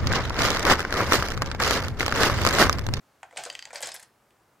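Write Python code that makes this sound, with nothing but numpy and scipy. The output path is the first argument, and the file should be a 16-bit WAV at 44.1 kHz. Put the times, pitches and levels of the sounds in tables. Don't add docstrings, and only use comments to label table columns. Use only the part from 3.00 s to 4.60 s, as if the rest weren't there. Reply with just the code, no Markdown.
import sys
import numpy as np
from scipy import signal
from scipy.io import wavfile

SR = 44100
rng = np.random.default_rng(int(sys.argv[2]) if len(sys.argv) > 2 else 0)


def transcribe(signal):
    frames = np.atleast_2d(signal).T
    limited = np.clip(frames, -1, 1)
    pcm = np.round(limited * 32767).astype(np.int16)
    wavfile.write(sys.argv[1], SR, pcm)


N = 70560

# freq_hz, gain_db
ROOM_TONE_EQ = [(20, -34), (35, -14.5), (62, -3.5), (125, -2), (170, -6), (300, -5), (500, -6), (950, -5.5),
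                (1500, -9.5), (2300, -16), (3500, -21.5), (7000, -22.5), (16000, -27)]
# freq_hz, gain_db
CRACK_EQ = [(300, -7.5), (780, -1.5), (1200, -11), (1600, 4), (2100, 0), (3200, 2), (3700, -6),
            (4400, -1.5), (5700, -8), (6700, -5.5), (7800, -1), (8700, -8), (11500, -16), (16000, -30)]
CONTACT_BANDS = [520, 1150, 2200, 3500, 6000, 9300, 14500]
# start_s, then level_db in each band, low to high
CLICK_HITS = [(0.2301, -42.5, -41, -44, -57, -50.5, -66), (0.3095, -53.5, -53, -61, -82, -63.5, -83),
              (0.3262, -51.5, -54, -76, -80, -62.5, -82), (0.361, -43, -57, -58, -54, -80, -63),
              (0.3703, -54, -41, -34.5, -42.5, -41, -67), (0.3738, -41, -37.5, -40.5, -38, -33.5, -50.5),
              (0.4365, -45, -43.5, -41.5, -41, -36, -45), (0.4517, -52, -45.5, -43.5, -40, -36.5, -55),
              (0.4622, -41, -63, -63, -47, -51, -53), (0.5268, -49.5, -62, -66, -61, -48, -71),
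              (0.672, -49, -50, -52, -67, -61, -83), (0.7052, -51.5, -44, -62, -58, -55.5, -64),
              (0.7115, -62, -48, -61, -67, -60, -72), (0.73, -39.5, -50, -61, -50, -46, -68),
              (0.7365, -59, -59, -64, -65, -47, -72), (0.747, -42.5, -47, -66, -55, -54, -48),
              (0.7568, -41.5, -37, -38, -35, -38.5, -71), (0.7652, -55, -62, -52, -64, -47, -54),
              (0.8053, -42.5, -62, -46.5, -53, -43.5, -46.5), (0.8166, -46, -47, -62, -56, -42.5, -43),
              (0.8252, -73, -43.5, -39.5, -38, -33.5, -40.5), (0.8292, -44, -36.5, -46, -39, -32.5, -55),
              (0.8325, -36, -54, -41, -37, -36.5, -61), (0.858, -71, -57, -60, -56, -36.5, -71),
              (0.8712, -42, -63, -49, -40, -35, -43), (0.889, -49.5, -46.5, -59, -41, -41, -50),
              (0.9177, -53.5, -52, -46.5, -40, -40.5, -65), (0.9423, -50.5, -52, -52, -52, -39, -39),
              (0.9478, -59, -44.5, -63, -70, -50, -43.5), (0.9537, -53.5, -69, -67, -63, -44, -44),
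              (0.9626, -49.5, -55, -49, -44.5, -43.5, -61), (0.9955, -79, -52.5, -62, -55, -50, -62),
              (0.9995, -62, -54.5, -75, -57, -51, -50.5), (1.0153, -61, -70, -72, -75, -56, -70),
              (1.027, -69, -56, -72, -73, -47.5, -59), (1.0305, -61.5, -52.5, -61, -53.5, -54, -53),
              (1.306, -83, -69, -65.5, -71, -70, -74)]
# start_s, level_db, centre_hz of the modes hit hardest
CASE_HITS = [(.231, -52, 785), (.327, -54, 530), (.374, -39, 755), (.385, -38.5, 724), (.437, -62, 714),
             (.461, -41, 554), (.55, -60, 610), (.656, -56, 895), (.7305, -45, 660), (.752, -45, 640),
             (.806, -50, 663), (.831, -45, 820), (.871, -44, 637), (.9626, -52.5, 754)]
# pitch_hz, level_db, t60_s
CASE_MODES = [(394, -10, 0.29), (480.7, 1, 0.16), (571, -2, 0.21), (627, -6.5, 0.21), (664, -4, 0.2),
              (717, -0.5, 0.21), (769, 4, 0.099), (849, -1.5, 0.2), (918, -4, .16), (1104, 0, 0.29),
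              (1540, 6.5, 0.12), (1703, -4, 0.076), (2025, -9, 0.11), (2256, 6, 0.086), (2745, -3, 0.079)]
# time_s, level_db
WASH_ENVELOPE = [(.28, -75), (.355, -61.5), (.385, -39.5), (.42, -46.5), (.47, -48), (.53, -52.5),
                 (.70, -58.5), (.725, -65), (0.744, -45), (0.786, -43), (.80, -57), (.84, -37.5),
                 (.895, -45), (.93, -55.5), (0.954, -46), (.98, -60), (1.048, -59.5), (1.076, -90)]
# freq_hz, gain_db
WASH_EQ = [(200, -15.5), (400, -4.5), (650, -13), (1200, -1.5), (1800, 3), (3000, 0.5), (5000, -2.5),
           (7500, -4), (10000, -20.5), (16000, -22)]
# start_s, level_db
TABLE_HITS = [(0.381, -58), (.835, -56)]
# pitch_hz, level_db, t60_s
TABLE_MODES = [(131, 0, 0.24), (165, -14, 0.1), (300.4, -3, 0.15)]
# start_s, then level_db in each band, low to high
BOUNCE_HITS = [(0.5002, -50, -44, -36, -37, -43.5, -54), (0.5512, -51.5, -44, -37, -44, -45, -56),
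               (0.5913, -63, -45.5, -41.5, -42.5, -47.5, -59.5), (0.6244, -58.5, -48.5, -45, -42, -50, -64),
               (0.6535, -57, -47.5, -47, -44, -44, -61)]
# pitch_hz, level_db, t60_s
BOUNCE_MODES = [(800, -10, .012), (1950, -1, .017), (2640, 0, .012), (3120, 0, .015), (4720, 2, .015),
                (6330, -5, .009), (7400, -5, .009), (8400, -12, .007), (10500, -16, .007),
                (12600, -18, .007)]
# start_s, level_db
SPRING_HITS = [(0.733, -55), (.828, -43.5), (0.883, -41), (0.95, -57)]
# pitch_hz, level_db, t60_s
SPRING_MODES = [(5179, -13, .7), (5324, 0, .29), (7370, -13, .2), (8877, -13, .2), (11310, -16, .2)]
# freq_hz, t60_s
REVERB_DECAY = [(200, 0.26), (800, 0.22), (2000, 0.2642), (5000, 0.17), (8000, 0.1137), (14000, 0.39)]
# freq_hz, gain_db
REVERB_EQ = [(200, -2.5), (750, -1), (1400, -2.5), (2600, -8), (4500, -2.5), (7500, -3.5), (11000, -9.5),
             (16000, -29)]
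# freq_hz, gain_db
SIDE_EQ = [(40, -18), (130, -22.5), (260, -11.5), (600, -14.5), (1200, -10), (2400, -10), (4200, -7),
           (7500, -10.5), (14000, -26.5)]


def amp(db):
    return 10 ** (np.asarray(db) / 20)


def unit_rms(x):
    return x / np.sqrt(np.mean(x ** 2) + 1e-20)


def curve_at(points, hz):
    freqs, values = np.transpose(points)
    return np.interp(np.log(hz + 1), np.log(freqs + 1), values)


def place(track, start_s, sound):
    part = track[round(start_s * SR):][:len(sound)]
    part += sound[:len(part)]


def eq(x, points):
    size = 2 * len(x)
    log_gain = np.log(amp(curve_at(points, abs(np.fft.fftfreq(size, 1 / SR)))))
    response = np.exp(np.conj(signal.hilbert(log_gain)))
    return np.fft.ifft(np.fft.fft(x, size) * response).real[:len(x)]


def attack(t, rise_s):
    return np.minimum(t / rise_s, 1)


def decay(t, t60_s):
    return np.exp(-np.log(1000) * t / t60_s)


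def ring(modes, t):
    return sum(amp(db) * decay(t, t60_s) * np.sin(2 * np.pi * (hz * t + rng.random()))
               for hz, db, t60_s in modes)


def room_tone(level_db=-65):
    return amp(level_db) * unit_rms(eq(rng.standard_normal(N), ROOM_TONE_EQ))


def plastic_crack(t, decay_s=0.0027):
    burst = rng.choice([-1, 1], len(t)) * attack(t, rise_s=0.0002) * np.exp(-t / decay_s)
    return eq(burst, CRACK_EQ)


def shape_contact(sound, levels_db, contact_s=0.0041):
    out = 0
    for low_hz, high_hz, db in zip(CONTACT_BANDS, CONTACT_BANDS[1:], levels_db):
        band = signal.sosfilt(signal.butter(3, [low_hz, high_hz], "band", fs=SR, output="sos"), sound)
        out = out + amp(db) * band / np.sqrt(np.sum(band ** 2) / (contact_s * SR))
    return out


def plastic_clicks(gain_db=0.5):
    out, t = np.zeros(N), np.arange(2048) / SR
    for start_s, *levels_db in CLICK_HITS:
        place(out, start_s, shape_contact(plastic_crack(t), levels_db))
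    return amp(gain_db) * out


def case_boom(reach_octaves=0.29, leak=0.27):
    out, t = np.zeros(N), np.arange(SR // 2) / SR
    for start_s, db, centre_hz in CASE_HITS:
        shares = [leak + np.exp(-(np.log2(hz / centre_hz) / reach_octaves) ** 2)
                  for hz, _, _ in CASE_MODES]
        boom = sum(share * ring([mode], t) for share, mode in zip(shares, CASE_MODES))
        boom *= attack(t, rise_s=0.0012)
        place(out, start_s, amp(db) * boom / boom[:1024].std())
    return out


def case_wash(grains_per_s=4500, gain_db=-2):
    grains = (rng.random(N) < grains_per_s / SR) * rng.choice([-1, 1], N)
    envelope_db = np.interp(np.arange(N) / SR, *np.transpose(WASH_ENVELOPE))
    return unit_rms(eq(grains, WASH_EQ)) * amp(envelope_db + gain_db)


def table_thump():
    out, t = np.zeros(N), np.arange(SR // 2) / SR
    for start_s, db in TABLE_HITS:
        place(out, start_s, amp(db) * ring(TABLE_MODES, t) * attack(t, rise_s=0.0095))
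    return out


def coin_bounces(crack_db=-9, gain_db=3.5):
    out, t = np.zeros(N), np.arange(2048) / SR
    for start_s, *levels_db in BOUNCE_HITS:
        body = unit_rms(ring(BOUNCE_MODES, t) * attack(t, rise_s=0.00034))
        crack = amp(crack_db) * unit_rms(plastic_crack(t))
        place(out, start_s, shape_contact(body + crack, levels_db))
    return amp(gain_db) * out


def spring_ring(flutter_rms_db=5.0, flutter_hz=22):
    out, t = np.zeros(N), np.arange(SR) / SR
    for start_s, db in SPRING_HITS:
        place(out, start_s, amp(db) * ring(SPRING_MODES, t) * attack(t, rise_s=0.0023))
    cycles = np.arange(N) / SR * flutter_hz
    wobble = sum(np.sin(2 * np.pi * (k * cycles + rng.random())) for k in np.geomspace(.5, 2, 10))
    tremolo = amp(flutter_rms_db * unit_rms(wobble))
    return out * unit_rms(tremolo)


def room_tail(x):
    t = np.arange(SR // 2) / SR
    hz, frame_s, spectrum = signal.stft(rng.standard_normal(len(t)), SR, nperseg=256)
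    spectrum *= decay(frame_s, curve_at(REVERB_DECAY, hz)[:, None])
    tail = signal.istft(spectrum, SR, nperseg=256)[1][:len(t)] * attack(t, rise_s=0.0027)
    return signal.fftconvolve(x, eq(tail / np.linalg.norm(tail), REVERB_EQ))[:N]


def blended_reverb(x, tails=4, cycle_s=0.13):
    turn = np.arange(N) / SR / cycle_s * tails
    offsets = [abs((turn - k + tails / 2) % tails - tails / 2) for k in range(tails)]
    return sum(room_tail(x * np.cos(np.pi / 2 * np.minimum(offset, 1))) for offset in offsets)


def scene(case_db=-3, case_send_db=-7, coin_send_db=-3.5, left_tilt_db=0.12):
    rattle = plastic_clicks() + case_wash()
    boom = amp(case_db) * case_boom()
    coin = coin_bounces()
    direct = rattle + boom + table_thump() + coin + spring_ring()
    send = rattle + amp(case_send_db) * boom + amp(coin_send_db) * coin
    mid = direct + blended_reverb(send) + room_tone()
    side = eq(blended_reverb(send) + room_tone(), SIDE_EQ)
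    return np.array([mid + side, mid - side]) * amp([[left_tilt_db], [-left_tilt_db]])


def record(dry, cutoff_hz=15950):
    lowpass = signal.firwin(511, cutoff_hz, window=("kaiser", 9), fs=SR)
    return signal.oaconvolve(dry, lowpass[None], "same")


dry = scene()
out = record(dry)
transcribe(out)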